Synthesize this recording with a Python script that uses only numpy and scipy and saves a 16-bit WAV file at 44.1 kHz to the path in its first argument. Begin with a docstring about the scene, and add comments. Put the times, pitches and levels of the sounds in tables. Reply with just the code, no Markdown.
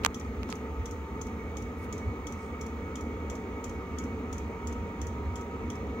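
"""A garage in which a diesel air heater ramps up, heard by a pair of microphones.
The flame and blower roar as turbulent noise, duct resonances and surging low rumble; the fan is a climbing tone
and the air jet a fluttering narrow band. The fuel pump ticks in pairs of noise bursts that ring its body.
Sharp clicks sound close to the microphones at the start: pushes that ring and thump.
Brief rustles and thin hiss are filtered noise."""
import sys
import numpy as np
from scipy import signal
from scipy.fft import rfft, irfft
from scipy.io import wavfile
from scipy.ndimage import uniform_filter1d

SR = 44100
rng = np.random.default_rng(int(sys.argv[2]) if len(sys.argv) > 2 else 0)


def convert_level_to_amplitude(level_db):
    """Map a level in decibels to its linear amplitude factor."""
    exponent = np.asarray(level_db, float) / 20
    return 10 ** exponent


def store_wav(level_fs):
    """Save 16-bit WAV to argv[1]."""
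    pcm = np.round(np.clip(np.atleast_2d(level_fs), -1, 1) * 32767)
    wavfile.write(sys.argv[1], SR, pcm.T.astype(np.int16))


N = 264600  # samples
SIZE, HOP = 2048, 512  # short-time spectrum length and step, samples


def evened(x):
    """Normalisation by mean power: scales to rms 1."""
    return x / np.sqrt(np.mean(np.abs(x) ** 2) + 1e-20)


def curve(rows, x):
    """Linear interpolation: reads every column of a table against its first column at x."""
    first, *columns = np.transpose(rows)
    return [np.interp(x, first, column) for column in columns]


def sides(pan_db):
    """Interaural level difference: left and right gains, each taking half of left minus right."""
    return convert_level_to_amplitude(np.array([pan_db / 2, -pan_db / 2]))


def pair(z, pan_db, lead):
    """Interaural phase: one complex signal at both microphones, the left one ahead by lead radians."""
    return sides(pan_db).reshape(2, -1) * np.real([z * np.exp(1j * lead), z])


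def add(mix, s, sound):
    """Superposition: mixes a sound in from s seconds on."""
    part = mix[:, round(s * SR):][:, :sound.shape[1]]
    part += sound[:, :part.shape[1]]


def resonate(x, hz, width):
    """Damped oscillator as one complex pole; for a real input its real part has gain 1 at resonance."""
    r = np.exp(-np.pi * width / SR)
    return 2 * signal.lfilter([1 - r], [1, -r * np.exp(2j * np.pi * hz / SR)], x)


def steadied(hz, width, share):
    """Narrow-band noise whose random envelope is partly flattened, by a share from 0 to 1."""
    ring = resonate(resonate(rng.standard_normal(N), hz, width), hz, 3 * width)
    return np.sqrt(2) * evened(ring / np.abs(ring) ** np.clip(share, 0, 1))


def sway(seconds, channels=1):
    """Low-passed noise: a slow random wobble of rms 1."""
    size = max(round(seconds * SR), 1)
    noise = rng.standard_normal((channels, N))
    return evened(uniform_filter1d(uniform_filter1d(noise, size), size))


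def airflow():
    """Turbulence: random short-time spectra with drifting patches, partly coherent at both microphones."""
    # Airflow between the duct resonances. Each row: frequency in Hz, spectral density in relative dB per Hz.
    air = [(30, -43), (75, -2.5), (138, -15.5), (227, -4), (345, -12.5), (449, -7), (505, -14), (616, -20),
           (1250, -20), (1590, -29), (2230, -26), (2830, -34), (5000, -47.5), (7500, -51.5), (9000, -62),
           (16000, -69)]
    # Coherence of the microphone pair. Each row: frequency in Hz, left-right likeness from 0 to 1,
    # phase by which left leads in radians, left minus right in dB.
    likeness = [(60, .975, 0, -.6), (356, .99, .2, -.4), (850, 0.88, 0.81, 0.5), (1060, 0.77, 1.38, 1),
                (1730, 0.13, 0.5, -1), (2600, 0.42, 2, 1), (4070, 0.75, 1, 5.5), (5500, .3, 1.5, 2),
                (9000, 0.09, 24, 3.5), (15000, .2, 11.5, 3)]
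    level_db, patch_db = -40.5, 1.22  # rms of the airflow before burner power; depth of the patches
    hz = np.fft.rfftfreq(SIZE, 1 / SR)

    def on_log(rows):
        """Interpolation over logarithmic frequency."""
        return curve([(np.log(f), *values) for f, *values in rows], np.log(hz + 1))

    a, b, c, d, patches = rng.standard_normal((N // HOP + 5, len(hz), 5)).T
    patches = evened(uniform_filter1d(uniform_filter1d(patches, 20, 0), 6, 1))
    same, lead, pan_db = on_log(likeness)
    same = np.clip(same, 0, 1)[:, None]
    right = a + 1j * b
    left = same * np.exp(1j * lead)[:, None] * right + np.sqrt(1 - same ** 2) * (c + 1j * d)
    colour = convert_level_to_amplitude(on_log(air)[0][:, None] + patch_db * patches)
    spectra = np.array([left, right]) * sides(pan_db)[:, :, None] * colour
    flow = signal.istft(spectra, nperseg=SIZE, noverlap=SIZE - HOP)[1][:, :N]
    return convert_level_to_amplitude(level_db) * evened(flow)


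def ducts(power_db):
    """Resonance: flame noise rings in each duct mode; the lowest modes swell most with burner power."""
    # Duct and housing modes. Each row: frequency in Hz, width in Hz, rms level in dB before burner power
    # (mean of the sides), left minus right in dB, phase by which left leads in radians.
    modes = [(165, 50, -57.5, 0, .1), (238.7, 52, -47.5, -0.3, .15), (295.7, 17, -55.5, .5, .4),
             (392, 30, -57, 1, .25), (440, 50, -51, 1, 0.27), (480, 22, -57, 0, .3),
             (547, 30, -63.5, -7, 0.03), (759.7, 23, -64, -1, 0.07), (1210, 55, -59, -8.5, .5),
             (1274.8, 28, -54, 0.5, 1.5), (1900, 110, -61, -5.5, 4), (2466, 120, -68.5, -6, 2),
             (6420, 1300, -70, 0.5, 1.5)]
    out = np.zeros((2, N))
    for hz, width, db, pan_db, lead in modes:
        flame = rng.standard_normal(N)
        ring = np.sqrt(2) * evened(resonate(resonate(flame, hz, width), hz, width))
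        out += convert_level_to_amplitude(db + power_db / (1 + hz / 400)) * pair(ring, pan_db, lead)
    return out


def rumble(t):
    """Driven resonance: the flame pulses near the lowest exhaust mode, which smooths each surge."""
    # Strongest surges of the flame. Each row: centre in seconds, rise above the steady level in dB.
    surges = [(0, 12), (.41, 9.5), (.63, 3), (.8, 8), (.93, 4), (1.2, 6), (1.46, 5), (1.79, 3.5), (2.09, 9),
              (3.13, 5), (3.3, 6), (3.7, 8.5), (3.79, 4.5), (3.96, 3), (4.09, 5), (4.3, 8.5), (4.7, 6),
              (4.81, 7), (5.01, 4.5), (5.3, 10), (5.68, 8), (5.86, 7)]
    steady_db, hz, width = -41.5, 74.5, 15.4  # level before smoothing in dB rms, Hz, Hz
    surge_s, throb_db, throb_s = .036, 2.2, .04  # half length of a surge; depth and smoothing of random throb
    surge_db = sum(db * np.exp(-((t - s) / surge_s) ** 2) for s, db in surges)
    level = convert_level_to_amplitude(steady_db + surge_db + throb_db * sway(throb_s)[0])
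    flame = level * steadied(hz, width, .55)
    smooth = resonate(flame, hz, 130) / 2  # halved because the flame signal is complex
    return pair(smooth, -0.78, -0.21)


def whine(t):
    """Blade-passing tone: a climbing sine that the garage favours now at one side, now the other."""
    # Blade tone as the listener turns and settles. Each row: time in seconds, right level in dB rms.
    tone_level = [(0, -59), (.27, -63), (.38, -57), (.8, -53.5), (1.1, -50.5), (1.6, -54.5), (2.5, -51.5),
                  (3.6, -52), (4.2, -52.5), (4.5, -48.5), (5.5, -48), (6, -51)]
    # Balance of the tone. Each row: time in seconds, left minus right in dB.
    balance = [(0, 2.5), (1, -1), (2, -7.5), (3, -9), (4.2, -6), (6, -13.5)]
    start_hz, climb_hz_per_s, waver_hz = 890.6, 9.05, 1.09  # waver: rms of the random pitch drift
    lead, sway_db = -.2, 1.3  # radians by which left leads; random level sway of each side
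    right_db, pan_db = curve(tone_level, t)[0], curve(balance, t)[0]
    waver = waver_hz * evened(uniform_filter1d(rng.standard_normal(N), 3000))
    phase = 2 * np.pi * np.cumsum(start_hz + climb_hz_per_s * t + waver) / SR
    level = convert_level_to_amplitude(np.array([right_db + pan_db, right_db]) + sway_db * sway(0.21, channels=2))
    return np.sqrt(2) * level * np.sin([phase + lead, phase])


def whistle(t):
    """Jet whistle: a narrow noise band that strengthens as the flow builds and drops out briefly."""
    # Fuzzy whistle of the air jet. Each row: time in seconds, level between drop-outs in dB rms.
    jet_level = [(0, -63), (.88, -67), (1.02, -61), (1.5, -56.5), (3, -56), (4.5, -56.5), (5.2, -60.5),
                 (6, -54)]
    flutter_db, flutter_s = 3.5, .025  # depth and smoothing of the drop-outs
    flutter = np.minimum(sway(flutter_s), 0)  # only the downward half of the wobble
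    level = convert_level_to_amplitude(curve(jet_level, t)[0] + flutter_db * flutter)
    return level * pair(steadied(2226, 27, 0.1), -6, 1.35)


def struck(body, noise):
    """Impact excitation: the chatter of a blow, its bounce and the garage tail in broad resonances."""
    bounce_s, bounce_db = 0.014, -27  # the piston bounces once
    echo_db, echo_t60 = -17, 0.32  # the garage draws each tick out: dB, s
    t = np.arange(noise.shape[-1]) / SR
    sound = 0
    for k, (hz, width, db, t60) in enumerate(body):
        def blow(u):
            """Exponential decay after a 2.5 ms rise."""
            return np.clip(u / 0.0025, 0, 1) * convert_level_to_amplitude(-60 * u / t60)

        shape = blow(t) + convert_level_to_amplitude(bounce_db) * blow(t - bounce_s)
        shape += np.minimum(t / 0.0034, 1) * convert_level_to_amplitude(echo_db - 60 * t / echo_t60)
        own = np.roll(noise, k * HOP, axis=1)  # each part chatters in its own way
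        ring = resonate(resonate(own, hz, width), hz, width).real
        sound = sound + convert_level_to_amplitude(db) * shape * evened(ring)
    return sound


def pump():
    """Modal excitation: each stroke, a blow and a softer return, rings body, mount and snap."""
    # Fuel pump strokes, a little quicker from the sixth on. Each row: blow time in seconds, blow level in dB,
    # return level in dB, mount level relative to the blow in dB, strongest ring of the blow in Hz.
    strokes = [(.1443, -44.5, -52, 0, 6060), (0.5008, -46.5, -52.5, -3, 6740), (0.857, -46, -50, 0, 5970),
               (1.214, -44.5, -55.5, -6.5, 6380), (1.569, -46, -56.5, -2, 6550),
               (1.9255, -45, -52.5, -4, 6760), (2.2692, -45, -52, 0, 6030), (2.611, -46.5, -54.5, -7, 5630),
               (2.9555, -46, -54, 5.5, 6900), (3.299, -46, -52.5, 0, 7040), (3.641, -44, -54.5, -9, 7080),
               (3.9846, -44, -56, -3.5, 6720), (4.3276, -45.5, -51, -1, 6830),
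               (4.6713, -45, -55, -11, 7100), (5.015, -46.5, -50, -.6, 6100),
               (5.357, -47.5, -56, 1.5, 7460), (5.701, -47.5, -58, 5.5, 6100)]
    # Pump body. Each row: frequency in Hz, width in Hz, relative level in dB, 60 dB decay time in seconds.
    body = [(5695, 480, -2, 0.037), (6250, 350, 0.5, 0.03), (6900, 1140, 3.5, 0.027),
            (4970, 1000, -5.5, 0.022), (8000, 390, -13.5, 0.0082)]
    # Pump mount. Each row: frequency in Hz, width in Hz, relative level in dB, 60 dB decay time in seconds.
    mount = [(3290, 510, -1, 0.028)]
    # Bright snap. Each row: frequency in Hz, width in Hz, relative level in dB, 60 dB decay time in seconds.
    bright = [(4000, 9300, 14, 0.022), (9700, 3700, 3.1, 0.033), (12500, 8000, 2.5, 0.025),
              (15300, 2300, 1, 0.03)]
    return_s, return_mount_db = .0535, -13  # the piston springs back this much later; its relative mount level
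    blow_pan_db, return_pan_db, pan_spread_db = 3, 1.5, -1.5  # left minus right, and its random spread
    return_hz, return_spread_hz = 6100, 260  # the ring that a return favours
    snap_rel_db, snap_share = -11.5, 0.59  # relative to a -51.5 dB hit; share by which it follows strength
    out = np.zeros((2, N))
    chances = rng.uniform(-1.2, 1, (len(strokes), 3))
    noises = rng.standard_normal((len(strokes), 2, 2, SR // 5))
    for stroke, (u, v, w), both in zip(strokes, chances, noises):
        s, blow_db, back_db, mount_db, ring_hz = stroke
        blow_pan = blow_pan_db + pan_spread_db * u
        back_pan = return_pan_db + pan_spread_db * v
        back_hz = return_hz + return_spread_hz * w
        hits = ((s, blow_db, mount_db, blow_pan, ring_hz),
                (s + return_s, back_db, return_mount_db, back_pan, back_hz))
        for (at, db, knock_db, pan_db, core_hz), noise in zip(hits, both):
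            tick = struck(body + [(core_hz, 300, 0, .05)], noise)
            tick += convert_level_to_amplitude(knock_db) * struck(mount, noise)
            snap_db = snap_rel_db + (snap_share - 1) * (db + 51.5)
            tick += convert_level_to_amplitude(snap_db) * struck(bright, noise)
            add(out, at - .001, convert_level_to_amplitude(db) * sides(pan_db)[:, None] * tick)
    return out


def clicks():
    """Impulse response: a sharp push in faint crackle, band-limited, with a short ring and a thump."""
    # Sharp clicks. Each row: start in seconds, peak level in dB (mean of the sides), left minus right in dB,
    # top edge of the band in Hz, ring in Hz.
    events = [(0.0354, -32, -14, 6600, 2440), (0.0393, -32, -15, 6840, 2700), (0.0443, -28, -8, 7000, 6000),
              (0.0485, -8, -14, 7150, 4840), (0.0524, -21, 5, 8000, 6200), (0.06, -15, -12, 6640, 2690),
              (0.0624, -13.5, 18, 8000, 6900), (.0626, -21, -1.5, 4000, 2500),
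              (0.0634, -19, -7, 2240, 1030), (.213, -39, 1, 5000, 2500), (.249, -44, -14, 7000, 4500),
              (.432, -28, -4.5, 6600, 2480), (.4905, -37, 8, 7000, 6000), (0.4933, -28, -1.5, 1200, 700),
              (.517, -46, -2, 5000, 3500), (0.5259, -22, -9, 6800, 1960)]
    crackle_t60 = 0.0045  # s
    ring_gain, ring_width = 1.6, 800  # gain, Hz
    shell_hz, shell_width, shell_db = 1070, 830, 4  # the shell that every click thumps
    far_side_s, far_side_db = .0004, 10  # greatest delay of the quieter side, at this level difference or more
    out, t = np.zeros((2, N)), np.arange(600) / SR
    low_cut = signal.butter(4, 520, "highpass", fs=SR, output="sos")
    noises = rng.standard_normal((len(events), 2, len(t)))
    for (s, db, pan_db, edge_hz, ring_hz), noise in zip(events, noises):
        crackle = noise * np.minimum(t / 0.0001, 1) * convert_level_to_amplitude(-60 * t / crackle_t60)
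        push = .3 * crackle - signal.unit_impulse(len(t), idx=14)
        ring = ring_gain * resonate(push, ring_hz, ring_width).real
        thump = convert_level_to_amplitude(shell_db) * resonate(push, shell_hz, shell_width).real
        crack = push + ring + thump
        dull = signal.sosfilt(signal.butter(4, edge_hz, fs=SR, output="sos"), crack)
        leak = convert_level_to_amplitude(-16.5) * (edge_hz / 7000) ** 2 * crack  # a little passes the edge
        crack = signal.sosfilt(low_cut, dull + leak)
        crack = crack / np.abs(crack).max(axis=1, keepdims=True)
        crack = convert_level_to_amplitude(db) * sides(pan_db)[:, None] * crack
        right_late_s = far_side_s * np.clip(pan_db / far_side_db, -1, 1)
        add(out[:1], s + max(-right_late_s, 0), crack[:1])
        add(out[1:], s + max(right_late_s, 0), crack[1:])
    return out


def rustles(t):
    """Friction noise: brief scrapes, each a swell of rough, grainy band noise."""
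    # Soft rustles. Each row: centre in seconds, length in seconds, level at the centre in dB rms,
    # low band edge in Hz, high band edge in Hz.
    scrapes = [(0.511, 0.039, -50, 1500, 5500), (1.79, .03, -66, 4000, 15000),
               (1.837, 0.048, -61, 4000, 15000), (2.436, 0.11, -63.5, 4830, 8700)]
    out = np.zeros((2, N))
    grain_db = 3.2 * evened(uniform_filter1d(rng.standard_normal(N), 60))
    grain = rng.standard_normal((2, N)) * convert_level_to_amplitude(grain_db)
    for s, length, db, low_hz, high_hz in scrapes:
        band = signal.butter(2, [low_hz, high_hz], "bandpass", fs=SR, output="sos")
        swell = np.exp(-((t - s) / length * 2) ** 2)
        out += convert_level_to_amplitude(db) * swell * evened(signal.sosfilt(band, grain))
    return out


def hiss(t):
    """Incoherent noise: thin high hiss, unrelated at the two microphones, and a drifting top band."""
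    # Colour of the wide hiss. Each row: frequency in Hz, spectral density in relative dB per Hz.
    colour = [(6000, -16), (7800, 4), (9000, -5), (10000, 0), (11300, -2), (12500, 4), (14500, 4.5),
              (16000, 2)]
    wide_db, fade_db_per_s = -70.5, -0.5  # rms at the start (mean of the sides), thinning slowly
    top_db, top_sway_db = -77.5, 0.5  # rms of the top band and of its level drift
    noise = rng.standard_normal((2, N))
    hz = np.fft.rfftfreq(N, 1 / SR)
    wide = irfft(rfft(noise) * convert_level_to_amplitude(curve(colour, hz)[0]) * (hz > colour[0][0]), N)
    wide = convert_level_to_amplitude(wide_db + fade_db_per_s * t) * evened(wide)
    top = resonate(resonate(noise[:, ::-1], 15600, 250), 15600, 250).real  # reversed: unlike the wide hiss
    top = convert_level_to_amplitude(top_db + top_sway_db * sway(.3)) * evened(top)
    return sides(3.9)[:, None] * (wide + top)


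def scene():
    """Superposition of all sources at the microphones; burner power drives the ducts and the airflow."""
    # Burner power. Each row: time in seconds, level in dB; a quarter of the dB reaches the airflow.
    burner = [(0, 1.5), (1, -1), (2, 1), (3, 0.5), (4, 2.5), (5, 1.5), (6, 4.5)]
    t = np.arange(N) / SR
    power_db = curve(burner, t)[0]
    roar = convert_level_to_amplitude(0.25 * power_db) * airflow() + ducts(power_db) + rumble(t)
    steady = roar + whine(t) + whistle(t) + hiss(t)
    return steady + pump() + clicks() + rustles(t)


def top_cut(x):
    """Nothing passes above the cut-off."""
    return signal.sosfilt(signal.butter(12, 16760, fs=SR, output="sos"), x)


def record(dry):
    """Band limitation: high-pass and low-pass filters set the microphone band."""
    # Microphone band: low edge in Hz, high edge in Hz.
    band_edges = [40, 15800]
    low_cut = signal.butter(2, band_edges[0], "highpass", fs=SR, output="sos")
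    mix = signal.sosfilt(low_cut, dry)
    high_cut = signal.firwin(511, band_edges[1], fs=SR)
    mix = signal.oaconvolve(mix, high_cut[None], "same")
    return top_cut(mix)


dry = scene()
out = record(dry)
store_wav(out)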